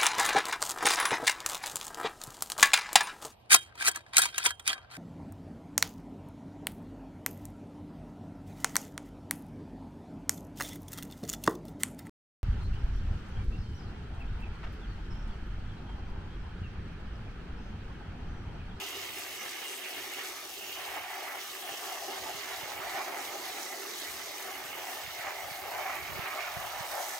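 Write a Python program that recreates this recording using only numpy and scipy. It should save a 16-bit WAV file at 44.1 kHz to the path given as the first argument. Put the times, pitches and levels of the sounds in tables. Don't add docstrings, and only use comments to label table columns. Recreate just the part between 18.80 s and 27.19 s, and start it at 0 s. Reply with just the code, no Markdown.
import sys
import numpy as np
from scipy import signal
from scipy.fft import rfft, irfft, next_fast_len
from scipy.io import wavfile
from scipy.ndimage import uniform_filter1d

SR = 44100
rng = np.random.default_rng(int(sys.argv[2]) if len(sys.argv) > 2 else 0)


def waveform_to_disk(signal):
    frames = np.transpose(np.atleast_2d(signal))
    scaled = np.clip(frames, -1, 1) * 32767
    samples = np.round(scaled).astype(np.int16)
    wavfile.write(sys.argv[1], SR, samples)


N = 369999
TIME_S = np.arange(N) / SR
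SIZE = next_fast_len(N, real=True)
BIN_HZ = np.fft.rfftfreq(SIZE, 1 / SR)


def undb(db):
    return np.exp(np.asarray(db) * np.log(10) / 20)


def unit(x):
    return x / np.sqrt(np.mean(x ** 2))


def swing(x):
    return x - np.mean(x)


def curves(table):
    s, *columns = np.transpose(table)
    return [np.interp(TIME_S, s, column) for column in columns]


def walk(rate_hz):
    hold = int(SR / rate_hz)
    steps = np.repeat(rng.standard_normal(N // hold + 1), hold)
    slewed = uniform_filter1d(uniform_filter1d(steps, hold), hold)
    return 1.3 * slewed[:N]


def band(spectrum, hz, width_hz):
    f = BIN_HZ + 1
    detuning = (f - hz ** 2 / f) / width_hz
    return unit(irfft(spectrum / (1 + detuning ** 2), SIZE)[..., :N])


def slide(x, shift_hz):
    turn = np.exp(2j * np.pi * np.cumsum(shift_hz) / SR)
    return np.real(signal.hilbert(x, SIZE)[:, :N] * turn)


def drops(big_db, big_share=.02, tail_s=0.00074, most_db=12):
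    landed = rng.random(N) < big_share
    hits = landed * undb(np.minimum(big_db * rng.exponential(size=N), most_db))
    keep = np.exp(-1 / (tail_s * SR))
    strength = 1 + 0.33 * signal.lfilter([1], [1, -keep], hits)
    return rfft(strength * rng.standard_normal((2, N)), SIZE)


def surges():
    # centre_s, length_s, lift_db
    bumps = [(2.02, 0.078, 5.5), (2.172, 0.059, 5.5), (2.51, 0.073, 6.5), (3.738, 0.06, 6), (4.19, .08, 4),
             (4.36, .1, 2), (5.285, .05, 4), (5.838, 0.086, 3), (6.47, 0.14, 3.5), (8.173, 0.083, 4.5)]
    return sum(db * np.exp(-(2 * (TIME_S - s) / length_s) ** 2) for s, length_s, db in bumps)


def bowl():
    # pitch_hz, width_hz, skirt_width_hz, skirt_db, trim_db
    modes = [(383, 44, 272, 5, 0.7), (771, 218, 210, -11, -1.54), (1203, 430, 380, -9, -2.8),
             (1764, 310, 420, -8, -7), (2208, 420, 1000, 1.5, 2.57), (2827, 960, 890, 20, 7.5)]
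    # pitch_hz, width_hz, trim_db
    pool = (617, 165, -8)
    # time_s, level_db
    lowest = [(0.0, -52.5), (1.44, -54.5), (1.65, -57), (1.89, -55), (2.37, -59), (3.36, -50.5),
              (3.72, -55.5), (4.44, -50), (6.15, -55.5), (6.27, -62), (7.38, -55), (7.71, -65.5),
              (8.28, -64), (8.39, -70)]
    # time_s, level_db
    main = [(0.0, -55.0), (0.28, -54), (1.94, -55), (1.98, -45.5), (2.18, -41.5), (2.24, -46.5),
            (2.5, -43.5), (2.66, -57.5), (3.26, -42.0), (3.56, -45.5), (3.6, -56), (3.7, -48), (4.1, -44.5),
            (4.14, -41), (4.4, -41.0), (4.5, -51), (4.54, -40), (4.6, -50.5), (4.82, -48.5), (4.88, -53.0),
            (4.96, -48.5), (5.12, -55), (6.22, -46.5), (6.26, -54.5), (6.5, -43), (6.84, -47.0),
            (6.94, -38.5), (7.28, -48), (8.08, -41), (8.18, -35), (8.32, -46.5), (8.39, -46)]
    # time_s, level_db
    third = [(0.0, -52), (1.04, -56.0), (1.58, -49), (1.72, -60.0), (2.18, -49), (2.26, -50.5),
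             (3.8, -52.5), (4.3, -46.0), (4.56, -51.5), (6.36, -51.5), (6.46, -49.5), (6.84, -53.0),
             (6.96, -44), (7.6, -43.5), (7.68, -42.5), (8.39, -49.5)]
    # time_s, level_db, pitch_hz
    wander = [(0.0, -50.5, 2110.0), (1.47, -48, 2230.0), (1.56, -51, 2220.0), (1.71, -55, 2210.0),
              (2.22, -47.5, 2160.0), (2.85, -54, 2150.0), (4.23, -48, 2100.0), (4.53, -51.5, 2030.0),
              (4.74, -49, 2030.0), (5.73, -51.5, 2120.0), (5.82, -50.0, 2130.0), (6.03, -53.5, 2130.0),
              (6.39, -49.5, 2120.0), (6.9, -50.5, 2090.0), (7.08, -43.5, 2270.0), (7.65, -46, 2210.0),
              (7.71, -49, 2210.0), (8.39, -52.0, 2070.0)]
    # time_s, level_db
    highest = [(0.0, -49.5), (0.66, -53.5), (0.84, -50), (1.44, -53.0), (1.53, -59.5), (1.92, -50),
               (2.43, -55.5), (2.76, -53.5), (4.77, -57), (5.1, -59.5), (5.97, -54.5), (6.57, -56.5),
               (7.98, -54), (8.39, -59)]
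    wander_row = 4
    opposed = 0.61

    knock, sputter = drops(big_db=2.0, big_share=.004, tail_s=0.0018, most_db=11.5), walk(35)
    others = drops(big_db=-2.0, big_share=0.0043, tail_s=0.0024, most_db=13)

    (lowest_db,), (main_db,), (third_db,) = curves(lowest), curves(main), curves(third)
    (wander_db, wander_hz), (highest_db,) = curves(wander), curves(highest)
    fourth_db = -51.5 + 0.28 * swing(main_db) + 0.13 * swing(third_db)
    lift_db = surges()
    levels_db = [lowest_db, main_db, third_db + 0.97 * lift_db, fourth_db + lift_db,
                 wander_db + 0.6 * lift_db, highest_db]

    pool_hz, pool_width_hz, pool_trim_db = pool
    pool_rise_db_per_s = 2
    pool_db = -56.5 + 0.61 * swing(main_db) + pool_rise_db_per_s * swing(TIME_S)
    out = band(knock, pool_hz, pool_width_hz) * undb(pool_db + pool_trim_db + 0.81 * walk(22))

    shared_surge = walk(14)
    for k, ((hz, width_hz, skirt_hz, skirt_db, trim_db), level_db) in enumerate(zip(modes, levels_db)):
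        drive = knock
        if k > wander_row:
            drive = np.sqrt(1 - opposed ** 2) * others - opposed * knock
        if k == wander_row:
            ring = slide(band(others, hz, width_hz), wander_hz - hz)
        else:
            ring = band(drive, hz, width_hz)
        ring = ring + undb(skirt_db) * band(drive, hz, skirt_hz)
        shared_db = 0.8 * sputter + 0.52 * shared_surge
        own_db = 0.56 * walk(40) + 0.83 * walk(16)
        out = out + unit(ring) * undb(level_db + trim_db + shared_db + own_db)
    return out


def hiss(bands, level_db, bright_db, grain, sputter_db, flicker_db):
    out = 0
    for tip, (hz, width_hz, band_db) in zip(np.linspace(-.5, .5, len(bands)), bands):
        own_db = flicker_db * (walk(25) + 0.66 * walk(7))
        out = out + undb(band_db + tip * bright_db + own_db) * band(grain, hz, width_hz)
    return unit(out) * undb(level_db + sputter_db)


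def spray():
    # time_s, level_db
    splash_curve = [(0.0, -48), (0.33, -51.5), (0.42, -46.5), (0.78, -51), (1.47, -49), (1.62, -52.5),
                    (2.1, -51), (2.22, -55.5), (3.6, -47), (3.69, -50.5), (4.26, -51), (4.74, -46),
                    (5.67, -48.5), (5.73, -52.5), (6.09, -49.5), (6.27, -52), (7.53, -53.0), (8.07, -49.5),
                    (8.28, -42.5), (8.39, -49)]
    # time_s, level_db
    mist_curve = [(0.0, -56.5), (0.22, -54.5), (1.42, -54), (2.3, -58), (2.4, -60), (2.52, -55),
                  (2.68, -53), (4.36, -55), (4.44, -49), (5.66, -52.5), (5.82, -55.5), (6.14, -51.5),
                  (6.36, -61), (6.64, -56.5), (7.54, -56.5), (8.16, -50.5), (8.28, -42), (8.39, -48)]
    # pitch_hz, width_hz, level_db
    splash_bands = [(3670, 1940, 8), (4420, 940, -3.5), (5830, 1300, 3.5), (6760, 2400, -1.5)]
    # pitch_hz, width_hz, level_db
    mist_bands = [(7970, 2550, 0.5), (10340, 2700, -5), (12700, 3800, 0), (14700, 4700, 1.5)]
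    (splash_db,), (haze_db,) = curves(splash_curve), curves(mist_curve)
    surge, sputter = walk(14), walk(30) + 1.4 * walk(80)

    splash_swing = swing(splash_db)
    steadied = 1 - 0.36
    splash_bright_db = steadied * splash_swing + 0.6 * walk(6)
    splash_db = splash_db - steadied / 2 * splash_swing + 0.4 * surge + 0.55 * walk(9)
    splash = hiss(splash_bands, splash_db + 3.5, splash_bright_db, drops(big_db=3.0),
                  0.39 * sputter, flicker_db=1.37)

    mist_swing = swing(haze_db) + 0.91 * surge + 1.45 * walk(16)
    bright_rise_db_per_s = 0.7
    mist_bright_db = bright_rise_db_per_s * swing(TIME_S) - 0.84 * mist_swing
    mist_db = np.mean(haze_db) + 5.5 + 0.46 * mist_swing
    fine_drops = drops(big_db=7.0, big_share=.008, tail_s=0.00039, most_db=18)
    mist = hiss(mist_bands, mist_db, mist_bright_db, fine_drops, 0.36 * sputter, flicker_db=0.8)
    return splash + mist


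def small_modes(pair, depth_db=2.0, wide_bins=2, long_frames=7):
    z = signal.stft(pair, nperseg=1024, noverlap=768)[2]
    field = rng.standard_normal(z.shape[1:])
    for _ in range(2):
        field = uniform_filter1d(field, wide_bins, axis=0)
        field = uniform_filter1d(field, long_frames, axis=1)
    gain = unit(undb(depth_db * unit(field)))
    return signal.istft(z * gain, nperseg=1024, noverlap=768)[1][:, :N]


def ports(pair):
    # pitch_hz, left_minus_right_db, likeness (0-1)
    balance = [(250, -2.5, 1), (400, -7.5, 0.88), (470, 3.5, 0.2), (652, 7, 1), (960, -6, 0.56),
               (1200, 0, 0.93), (1800, -2.5, 0.53), (2100, -4.5, 0.65), (3120, -4.5, 0.36),
               (4000, -2.5, 0.4), (5250, -4.5, 0.85), (5640, -2, 0), (6800, -6, 0.99), (8060, 9.5, 0.12),
               (8800, 12.5, 0.26), (10000, 10, 0), (11600, 14, .17), (13000, 2, .38), (14600, 4, 0.9),
               (15600, -3, 1)]
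    # pitch_hz, lead_rad
    lead = [(300, .2), (500, -.7), (850, .6), (1050, -.7), (1700, .3), (2100, -.7), (3200, -1.9),
            (3900, -1.2), (4250, -2.3), (4600, 0)]
    hz, *columns = np.transpose(balance)
    pan_db, alike = (np.interp(BIN_HZ, hz, column) for column in columns)
    alike = np.clip(alike, 0, 1)
    turn = np.exp(1j * np.interp(BIN_HZ, *np.transpose(lead)))
    first, second = rfft(pair, SIZE)
    right = alike * turn * first + np.sqrt(1 - alike ** 2) * second
    left_share = 1 / (1 + undb(-pan_db))
    return irfft(2 * np.array([left_share * first, (1 - left_share) * right]), SIZE)[:, :N]


def wind():
    # time_s, level_db
    left = [(0.0, -72.5), (0.24, -73), (0.9, -84), (1.56, -75.5), (3.0, -83.5), (3.33, -78), (4.23, -82.0),
            (4.62, -73), (5.01, -88), (6.72, -82.5), (6.84, -79), (8.39, -81)]
    # time_s, level_db
    right = [(0.0, -69), (0.69, -71), (0.84, -87), (2.22, -70), (2.34, -82.5), (3.33, -78.5), (3.42, -68),
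             (4.17, -68), (4.35, -80), (5.13, -95), (5.31, -68), (5.61, -82), (5.85, -68), (6.15, -79),
             (6.24, -66.5), (7.14, -68.5), (7.32, -56), (7.59, -75), (7.77, -60.5), (8.39, -80)]
    # time_s, level_db
    thumps = [(2.911, -55), (3.545, -48), (3.83, -46), (3.989, -50), (4.139, -55), (5.847, -53),
              (6.275, -47), (6.388, -52), (6.711, -46), (7.219, -49), (7.278, -56), (7.324, -48),
              (7.359, -44), (7.388, -36), (7.429, -50), (7.766, -38), (7.786, -46), (8.004, -41.5)]
    out = np.empty((2, N))
    for k, table in enumerate((left, right)):
        noise = rfft(rng.standard_normal(N), SIZE)
        rumble = band(noise, 76.0, 84.0) + 0.17 * band(noise, 100.0, 200.0)
        gusty = unit(rumble * undb(2.7 * walk(30) + 0.82 * walk(8.3)))
        out[k] = 2 * gusty * undb(curves(table)[0] + 2.5)

    thump_hz, delay_s, half = 133, 0.0063, 800
    t = np.arange(-half, half) / SR
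    thump = np.exp(-(t * thump_hz / .6) ** 2) * np.sin(2 * np.pi * thump_hz * t)
    for s, level_db in thumps:
        i = int((s + delay_s) * SR)
        out[1, i - half:i + half] += 2 * undb(level_db) * thump
    return out


def hums():
    # start_s, length_s, pitch_hz, peak_db
    swells = [(0.127, 0.2, 93.3, -59), (1.116, .22, 95, -66)]
    out = 0
    for s, length_s, hz, peak_db in swells:
        swell = np.sin(np.pi * np.clip((TIME_S - s) / length_s, 0, 1))
        out = out + undb(peak_db) * swell * np.sin(2 * np.pi * hz * TIME_S)
    return out


def scene():
    # time_s, left_minus_right_db
    drift = [(0.0, 0), (3.04, -0.5), (3.29, 0), (3.48, -1.5), (5.91, -1.0), (8.39, -2)]
    pan_db = swing(curves(drift)[0])
    water = ports(small_modes(bowl() + spray())) * undb(np.array([pan_db, -pan_db]) / 2)
    return water + wind() + hums()


def record(dry):
    top_hz, ripple_db, stop_db = 15780, .2, 85
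    return signal.sosfilt(signal.ellip(14, ripple_db, stop_db, top_hz, fs=SR, output="sos"), dry)


dry = scene()
out = record(dry)
waveform_to_disk(out)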